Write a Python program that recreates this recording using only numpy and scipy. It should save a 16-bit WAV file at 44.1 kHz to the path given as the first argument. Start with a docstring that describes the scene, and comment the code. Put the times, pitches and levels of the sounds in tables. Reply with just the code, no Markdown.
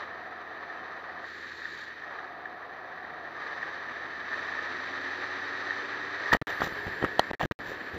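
"""Wind buffets and hisses on a helmet camera shut in a plastic housing, on a motorcycle that speeds up.
It is filtered noise that follows the airflow and rings the housing; it thins while the head is turned.
Under it lie tyre roar (noise) and engine hum (harmonics of the firing rate), with short jolts of chatter.
Then a hand grips the housing and tilts the mount: knocks (dying tones), rubbing and rustling (noise),
and one hard crack. The microphone overloads softly, and the sound cuts out for moments."""
import sys
import numpy as np
from scipy import signal
from scipy.fft import rfft, irfft
from scipy.io import wavfile
from scipy.ndimage import uniform_filter1d

SR = 44100
rng = np.random.default_rng(int(sys.argv[2]) if len(sys.argv) > 2 else 0)


def bounce(signal):
    """Save signal as a 16-bit WAV file at the path given by the first command-line argument."""
    frames = np.transpose(np.atleast_2d(signal))
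    limited = np.clip(frames, -1, 1)
    pcm = np.round(limited * 32767).astype(np.int16)
    wavfile.write(sys.argv[1], SR, pcm)


N = 351915
TIME = np.arange(N) / SR  # seconds
HZ = np.fft.rfftfreq(N, 1 / SR)

# Strength of the airflow on the housing. Each row: time in seconds, strength in dB.
AIRFLOW = [(0, -38.5), (.08, -44.5), (.5, -45), (.68, -43.5), (1.1, -44), (1.22, -43.5), (1.45, -43),
           (1.8, -42), (1.97, -44.5), (2.14, -42.5), (2.35, -46.5), (2.6, -46.5), (3.33, -44),
           (3.42, -39.5), (3.65, -39.5), (3.85, -40.5), (4.24, -40), (4.32, -37), (5.75, -36), (6.12, -37),
           (6.3, -34.5), (6.6, -37), (7.0, -39), (7.98, -41)]
CRUISE_DB = -40  # airflow strength at cruising speed
# The rider looks aside. Start and end in seconds.
TURN = (1.267, 2.04)
# The part of that turn in which wind catches the housing's edge. Start and end in seconds.
EDGE_ON = (1.23, 1.875)
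# The hand tips the camera down towards the road. Start and end in seconds.
TILT = (6.67, 6.78)
GRIP_S = 6.31  # the hand takes hold of the housing
CLOSE_S = 0.46  # time it takes to close round it

# Colour of turbulence muffled by the housing wall. Each row: frequency in Hz, relative level in dB per Hz.
MUFFLE = [(25, -29), (60, -19), (120, -8.5), (185, -8.5), (280, -2), (550, -0.5), (1450, 2.5), (2300, -2.5),
          (2800, -11), (4500, -7.5), (5200, -18), (6200, -20.5), (6700, -35), (7800, -40.5), (8800, -68)]
# Resonances of the housing. Each row: frequency in Hz, width in Hz, lift in dB when free, lift in dB when held.
HOUSING = [(360, 39, 2, -2), (1247, 226, 6, 3), (1696, 302, 9.5, 11), (1884, 244, 8.5, 6),
           (3088, 110, 6, 6), (3786, 640, 6.5, 4.5), (5980, 260, 5, 0), (7280, 550, 10, 17.5)]
# Colour of the faint high fizz: steady microphone self-noise, airy hiss and glove rustle.
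# Each row: frequency in Hz, relative level in dB per Hz.
FIZZ = [(7000, -27), (9000, -18), (10500, -7), (11700, 1), (12700, -4), (13500, 2), (14800, -3),
        (15500, -23)]
# Colour of the sizzle of wind on an edge. Each row: frequency in Hz, relative level in dB per Hz.
SIZZLE = [(2500, -14), (3800, 13), (4500, 9), (5100, -3), (6200, -5), (7500, -5.5), (8200, -40),
          (12000, -18), (15000, -30)]

# Knocks and rattles. Each row: start in seconds, mount clack in dB, shell ring in dB, soft thud in dB,
# clack pitch in Hz, brightness of the ring in dB per octave.
KNOCKS = [(6.3283, -12, -32, -26, 910, -4), (6.3325, -13, -9.5, -32, 885, 7),
          (6.3357, -21, -11, -43, 1110, 5), (6.3439, -23, -25, -19, 750, 0),
          (6.348, -13.5, -18, -11, 550, -6), (6.352, -27, -25, -26, 506, 9),
          (6.416, -42, -53, -21.5, 740, 0), (6.4225, -34, -34, -19.5, 730, -2),
          (6.604, -29, -34, -23, 650, 0), (6.6075, -40, -21, -37, 740, 8),
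          (6.6177, -15.5, -19, -18, 615, -12), (6.6205, -24, -16.5, -32, 700, -17),
          (6.6346, -31, -32, -24, 740, 0), (6.6711, -26, -36, -22.5, 690, 0),
          (6.6755, -38, -45, -34, 300, 0), (6.7237, -36, -29, -29, 740, 0), (6.8664, -33, -37, -25, 740, 0),
          (6.878, -37, -44, -30, 400, 0), (7.0258, -20, -21, -16.5, 560, 0),
          (7.0391, -15, -37, -19, 285, 0), (7.0463, -28, -15.5, -37, 1300, -6),
          (7.1938, -4, -14.5, -11, 703, 3), (7.3112, -19.5, -44, -20.5, 624, 0),
          (7.4052, -23, -34, -37, 765, -3), (7.4108, -18, -22, -36, 800, 5), (7.433, -26, -36, -17, 436, 0),
          (7.4379, -29, -28, -20.5, 470, -2), (7.458, -35, -46, -19.5, 740, 0),
          (7.5114, -25.5, -22.5, -18, 740, -3), (7.599, -43, -36, -29, 740, 2),
          (7.707, -36, -43, -46, 400, 0), (7.7166, -29, -36, -39, 427, 0), (7.966, -36, -49, -36, 350, 0)]
# Modes (ringing tones) of the mount, before retuning to each clack's pitch.
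# Each row: frequency in Hz, relative level in dB, time to die by 60 dB in seconds.
MOUNT = [(731, 3, 0.0096), (1010, -2, 0.0099), (1405, -16.5, 0.027), (2390, -23, .011),
         (3040, -21.5, 0.016), (4100, -20, 0.013)]
# Modes of the housing's shell, before each knock's brightness.
# Each row: frequency in Hz, relative level in dB, time to die by 60 dB in seconds.
SHELL = [(1270, 9.5, 0.017), (1666, 6.5, 0.023), (1888, 5, 0.065), (3900, -20, .0081), (4500, -15.5, 0.02),
         (5950, -36, .008)]
SNAP_S = 7.1949  # the mount's ratchet cracks
# Colour of that crack. Each row: frequency in Hz, relative level in dB per Hz.
CRACK = [(1000, -23), (2000, -11), (2700, 1), (3200, 9.5), (3650, 2.5), (4150, 6.5), (4650, -4),
         (5200, -15), (6100, -20), (7300, -23), (10000, -18), (15000, -24)]
# Glove and joint rubbing, levels at mid-stroke before the judder.
# Each row: start in seconds, end in seconds, scrape in dB, squeaky fizz in dB, rumble in dB.
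RUBS = [(6.326, 6.348, -22.5, -35, -34), (6.33, 6.428, -41, -55, -45), (6.45, 6.534, -35.5, -53, -53),
        (6.596, 6.698, -42.5, -47, -41), (6.854, 6.897, -42, -66, -37), (7.008, 7.072, -34.5, -61, -35.5),
        (7.298, 7.348, -36.5, -64, -39), (7.391, 7.448, -35.5, -53, -43), (7.426, 7.492, -41, -54.5, -31.5),
        (7.51, 7.529, -39.5, -56, -35.5), (7.63, 7.757, -49.5, -57, -48), (7.926, 7.995, -55, -67, -40.5)]
# Colours of rubbing. Each row: frequency in Hz, relative level in dB per Hz.
SCRAPE = [(100, -16), (350, -0.5), (800, 6), (1400, -8.5), (2200, -4.5), (3000, -8), (4500, -29),
          (8000, -48)]
SQUEAK = [(1500, -18), (3500, -1), (6000, -2.5), (7600, -15), (9000, -47), (14500, -4.5), (16000, -23)]
RUMBLE = [(20, -13), (70, 10), (200, 2), (400, 1.5), (800, -17), (2000, -49)]

# Road jolts and sharp gusts that shiver the housing. Each row: time in seconds, level in dB.
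BUMPS = [(.025, -39), (.115, -39), (.575, -38.5), (.702, -35), (1.245, -36), (1.62, -38), (1.657, -31.5),
         (2.021, -35), (2.191, -31), (2.456, -34), (3.05, -37), (3.63, -34), (4.492, -31), (5.708, -30),
         (6.261, -30), (6.305, -29), (6.321, -21.5)]
COARSE_S = 2.8  # the tyres roll on to coarser asphalt
# Engine speed. Each row: time in seconds, firing rate in Hz.
FIRING = [(0, 83.5), (.5, 82), (.95, 80.4), (1.45, 82.5), (1.7, 81.6), (2.2, 78.8), (2.7, 79.3),
          (3.15, 78.3), (3.5, 80), (4, 82.2), (4.5, 85.3), (5, 89.8), (6, 98.2), (6.4, 100.7), (7, 102.9),
          (7.9, 98.4)]
# Throttle opening. Each row: time in seconds, level in dB relative to wide open.
THROTTLE = [(0, -5.5), (.8, -8), (1.15, -4), (1.55, -2.5), (1.9, -8.5), (2.85, -10), (3.15, -5.5),
            (4.0, -4), (4.4, -1.8), (4.9, -.3), (6.1, 0), (7, -2.5), (7.98, -7)]
# Exhaust note. Each row: multiple of the firing rate, level in dB at open throttle and full revs,
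# share of the throttle change it follows, dB lost per Hz below full revs (a negative loss is a gain).
ORDERS = [(1, -63, .65, 0.25), (2, -76.5, 0.53, -1), (3, -55, 1.1, 1.7), (4, -53.5, 1.2, 0.9),
          (5, -63, 1, -0.5), (6, -65, 2, 2)]
FULL_REVS_HZ = 88.7  # from this firing rate up, the harmonics lose nothing

# Moments when the sound cuts out. Each row: start in seconds, end in seconds.
CUTS = [(6.34, 6.3434), (6.3695, 6.415), (6.4232, 6.4702), (6.864, 6.8662), (7.043, 7.0455),
        (7.3131, 7.3325), (7.3505, 7.396), (7.4588, 7.5114), (7.5207, 7.5902)]
EDGE_HZ = 15700  # upper band limit


def wind():
    """Eddies buffet, rush and hiss on the housing, all shaken by the same gusts.

    Higher bands grow faster with the airflow; turning the head trades buffeting for hiss."""
    air_db, turned = airflow(), aside()
    gust, flutter = wander(5, 24), wander(32, 140)
    buffet_db = -43.5 + 0.4 * air_db + 0.73 * surge() - 6.8 * turned - 2.4 * tilted()
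    buffet_band = above(440, order=3) * below(1288)
    buffet = through_wall(buffet_band) * amp(buffet_db + 0.8 * gust)
    rush_db = -40.5 + air_db + 1.1 * gust + 0.51 * flutter
    rush = through_wall(above(1480) * below(2730)) * amp(rush_db)
    shake_db = 0.7 * gust + 0.63 * flutter
    hiss_db = -53.0 + 1.3 * air_db + 1.3 * turned + shake_db
    hiss = through_wall(above(2294) * below(4750)) * amp(hiss_db)
    sheen_db = -63.5 + 1.57 * air_db + 2.7 * turned + shake_db
    sheen = through_wall(above(4940)) * amp(sheen_db)
    # steady microphone self-noise, plus an airy hiss that follows the airflow
    fizz = shaped(colour(FIZZ)) * (amp(-86) + amp(-96.0 + 1.4 * air_db))
    return buffet + rush + hiss + sheen + fizz


def graze(first_db=-59, last_db=-54, ramp_s=.08, gusty_db=1.8):
    """Wind across an edge makes a bright, fluttering hiss: it starts quickly, swells unevenly and stops."""
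    level_db = np.interp(TIME, EDGE_ON, [first_db, last_db]) + gusty_db * wander(5, 50)
    return during(EDGE_ON, ramp_s) * amp(level_db) * shaped(colour(SIZZLE))


def hoot(hz=730, width_hz=78, level_db=-49.5, stall_db=-3.0, stalled_db=-9, turned_db=-11):
    """Air across a gap in the mount sounds a breathy cavity; fast air or a turned head weakens it."""
    stalled = .5 + .5 * np.tanh(airflow() - stall_db)  # 0 in slow air, 1 in fast air
    db = level_db + stalled_db * stalled + turned_db * aside()
    resonance = 1 / (1 + ((HZ - hz) / width_hz * 2) ** 2 / 2)
    return amp(db) * shaped(resonance * below(750))


def airflow():
    """Airflow in dB relative to that at cruising speed."""
    return curves(AIRFLOW)[0] - CRUISE_DB


def surge(span_s=1.1):
    """How far a passing gust lifts the airflow above its running mean, in dB."""
    return airflow() - uniform_filter1d(airflow(), size=round(span_s * SR))


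def aside(ramp_s=0.06):
    """How far the head is turned, 0 to 1."""
    return during(TURN, ramp_s)


def tilted():
    """How far the camera is tipped down, 0 to 1."""
    return np.interp(TIME, TILT, [0, 1])


def through_wall(band):
    """A band of turbulence inside the housing, whose resonances change as the hand closes round it."""
    drive = rng.standard_normal(N)
    free = shaped(colour(MUFFLE) * housing(False) * band, drive)
    held = shaped(colour(MUFFLE) * housing(True) * band, drive)
    closed = np.clip((TIME - GRIP_S) / CLOSE_S, 0, 1)
    return free + closed * (held - free)


def housing(held=False):
    """Gain of the housing's resonances, free or in the hand."""
    lift_db = 0
    for hz, width, free_db, held_db in HOUSING:
        peak_db = held_db if held else free_db
        lift_db = lift_db + peak_db * 2 ** -((2 * (HZ - hz) / width) ** 2)
    return amp(lift_db)


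def knocks(thud_s=0.001, thud_rise_s=0.00031, contact_hz=6000):
    """Each blow clacks the mount, rings the shell and pushes a pressure pulse into the housing."""
    t = np.arange(SR // 10) / SR
    thud = (1 - t / (2 * thud_s)) * np.exp(-t / thud_s) * (1 - np.exp(-t / thud_rise_s))
    thud = thud / thud.max()
    out = np.zeros(N)
    for s, clack_db, ring_db, thud_db, clack_hz, bright_db in KNOCKS:
        # a looser joint rings lower and longer
        clack = struck(MOUNT, t * clack_hz / MOUNT[0][0])
        # a harder touch favours the upper modes
        shell = [(hz, db + bright_db * np.log2(hz), t60) for hz, db, t60 in SHELL]
        ring = struck(shell, t)
        add(out, s, amp(clack_db) * clack + amp(ring_db) * ring - amp(thud_db) * thud)
    # plastic on plastic is too soft for the top octave
    return irfft(rfft(out) * below(contact_hz, order=4), N)


def struck(modes, t):
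    """Dying modes, peak 1; neighbours swing in opposite directions, so the ring builds up."""
    ring = 0
    for k, (hz, db, t60) in enumerate(modes):
        ring = ring + (-1) ** k * amp(db - 60 * t / t60) * np.sin(2 * np.pi * hz * t)
    return ring / abs(ring).max()


def snap(peak_db=-7.5, rebound_s=.0026, rebound_db=-17):
    """The joint snaps over a ratchet tooth: one very short, hard crack and a small rebound."""
    blow = np.zeros(N)
    add(blow, SNAP_S, np.ones(1))
    add(blow, SNAP_S + rebound_s, amp(rebound_db) * np.ones(1))
    # folding the cepstrum forward keeps the colour, with nothing ahead of the blow
    cepstrum = irfft(np.log(colour(CRACK)), N)
    sudden = np.exp(rfft(cepstrum * 2 * (np.arange(N) < N // 2)))
    crack = shaped(sudden, blow)
    return amp(peak_db) * crack / abs(crack).max()


def rubbing(slips_per_s=2600, spread_db=2.5, judder_db=2.5):
    """Tiny uneven slips scrape and squeak, the hand's push rumbles; the glove sticks and slips in judders."""
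    happens = rng.random(N) < slips_per_s / SR
    boost_db = spread_db * np.minimum(rng.exponential(1, N), 2)
    slips = rng.standard_normal(N) * happens * amp(boost_db)
    scrape = shaped(colour(SCRAPE) * housing(), slips)
    squeak = shaped(colour(SQUEAK) * housing(), slips)
    rumble = shaped(colour(RUMBLE))
    out = np.zeros(N)
    for start, end, scrape_db, squeak_db, rumble_db in RUBS:
        progress = np.clip((TIME - start) / max(end - start, 1e-3), 0, 1)
        stroke = np.sin(np.pi * progress)
        out += stroke * (amp(scrape_db) * scrape + amp(squeak_db) * squeak + amp(rumble_db) * rumble)
    return out * amp(judder_db * wander(25, 110))


def rustle(grab_db=-64, settled_db=-77, settle_s=0.89, press_db=13):
    """The glove's fine fizz on the case over the faint rumble of its grip; both ease as the hand settles."""
    held_s = TIME - GRIP_S
    level_db = np.interp(held_s, [0, settle_s], [grab_db, settled_db]) + 1.8 * wander(8, 59)
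    grip = (held_s > 0) * amp(level_db)
    return grip * (shaped(colour(FIZZ)) + amp(press_db) * shaped(colour(RUMBLE)))


def engine(waver_db=.56, unsteady=.0038):
    """Harmonics of the firing rate, each following throttle and revs in its own way, rougher under load."""
    rate, throttle_db = curves(FIRING)[0], curves(THROTTLE)[0]
    turns = np.cumsum(rate * (1 + unsteady * wander(3, 18))) / SR  # firing cycles so far
    short_hz = np.maximum(FULL_REVS_HZ - rate, 0)
    out = np.zeros(N)
    for k, (_, db, share, lost_db) in enumerate(ORDERS, 1):
        rough_db = waver_db * k * amp(throttle_db) * wander(4, 40)
        level_db = db + share * throttle_db - lost_db * short_hz + rough_db
        out += amp(level_db) * np.sin(2 * np.pi * (k * turns + rng.random()))
    return np.sqrt(2) * out  # makes the levels rms


def bumps(rise_s=0.0028, fall_s=0.0051):
    """Each jolt makes the housing chatter briefly around its main resonances."""
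    band = above(1000, order=3) * below(2600, order=2)
    chatter = shaped(housing() ** 2 * colour(MUFFLE) * band)
    swell = np.zeros(N)
    for s, db in BUMPS:
        distance = np.maximum((s - TIME) / rise_s, (TIME - s) / fall_s)
        swell += amp(db) * np.exp(-distance ** 2)
    return swell * chatter


def road(level_db=-56.0, db_per_hz=0.1156, coarse_db=2, air_share=0.097, facing_db=4.0, turned_db=-2.0):
    """Low tyre roar grows with engine speed, airflow, coarse asphalt and tilt to the road."""
    rate = curves(FIRING)[0]
    coarse = np.clip((TIME - COARSE_S) / .2, 0, 1)
    db = level_db + db_per_hz * (rate - rate.min()) + coarse_db * coarse
    db = db + air_share * airflow() + facing_db * tilted() + turned_db * aside()
    return amp(db + 1.0 * wander(2, 13)) * shaped(colour(MUFFLE) * housing() * below(510, order=6))


def amp(db):
    """Decibels to gain."""
    return 10 ** (np.asarray(db) / 20)


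def unit(x):
    """Scales to rms (average strength) 1."""
    return x / np.sqrt(np.mean(x ** 2) + 1e-20)


def curves(rows):
    """Each column of a time table, sample by sample."""
    s, *columns = np.transpose(rows)
    return [np.interp(TIME, s, c) for c in columns]


def colour(points):
    """Gain at every frequency from rows of Hz and dB."""
    f, db = np.transpose(points)
    return amp(np.interp(np.log(HZ + 1), np.log(f), db))


def shaped(gain, drive=None):
    """White noise, or a given drive, through a filter; rms 1."""
    drive = rng.standard_normal(N) if drive is None else drive
    return unit(irfft(rfft(drive) * gain, N))


def below(hz, order=6):
    """Low-pass gain."""
    return 1 / np.sqrt(1 + (HZ / hz) ** (2 * order))


def above(hz, order=6):
    """High-pass gain that complements the low-pass in power."""
    return np.sqrt(1 - below(hz, order=order) ** 2)


def wander(slow_hz, fast_hz):
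    """Random drift between two rates; rms 1."""
    return shaped(above(slow_hz, order=2) * below(fast_hz, order=2))


def during(span, ramp_s):
    """Rises from 0 to 1 around the start of a span and falls back around its end."""
    start, end = span
    return np.clip(.5 + np.minimum(TIME - start, end - TIME) / ramp_s, 0, 1)


def add(mix, s, sound):
    """Mixes a sound in at a time in seconds."""
    part = mix[round(s * SR):][:len(sound)]
    part += sound[:len(part)]


def scene():
    """Everything that the one microphone gives, its self-noise included."""
    riding = wind() + graze() + hoot() + engine() + bumps() + road()
    handling = knocks() + snap() + rubbing() + rustle()
    return (riding + handling)[None]


def record(dry, drop_db=-31, fade_db_per_s=1000, low_cut_hz=35, ceiling=.85, drain_s=.0005):
    """Bass roll-off, soft overload, cut-outs at the listed times, then the upper band limit."""
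    low_cut = signal.butter(2, low_cut_hz, "high", fs=SR, output="sos")
    pressure = signal.sosfilt(low_cut, dry[0])
    heard = ceiling * np.tanh(pressure / ceiling)
    for start, end in CUTS:
        dead = (TIME >= start) & (TIME < end)
        t, lost = TIME[dead] - start, heard[dead]
        # the last value drains away with a small pop as the sound drops fast to silence; then it snaps back
        heard[dead] = lost[0] * np.exp(-t / drain_s) + amp(drop_db - fade_db_per_s * t) * lost
    band_limit = signal.firwin(255, EDGE_HZ, window=("kaiser", 9), fs=SR)
    return signal.oaconvolve(heard, band_limit, "same")[None]


dry = scene()
out = record(dry)
bounce(out)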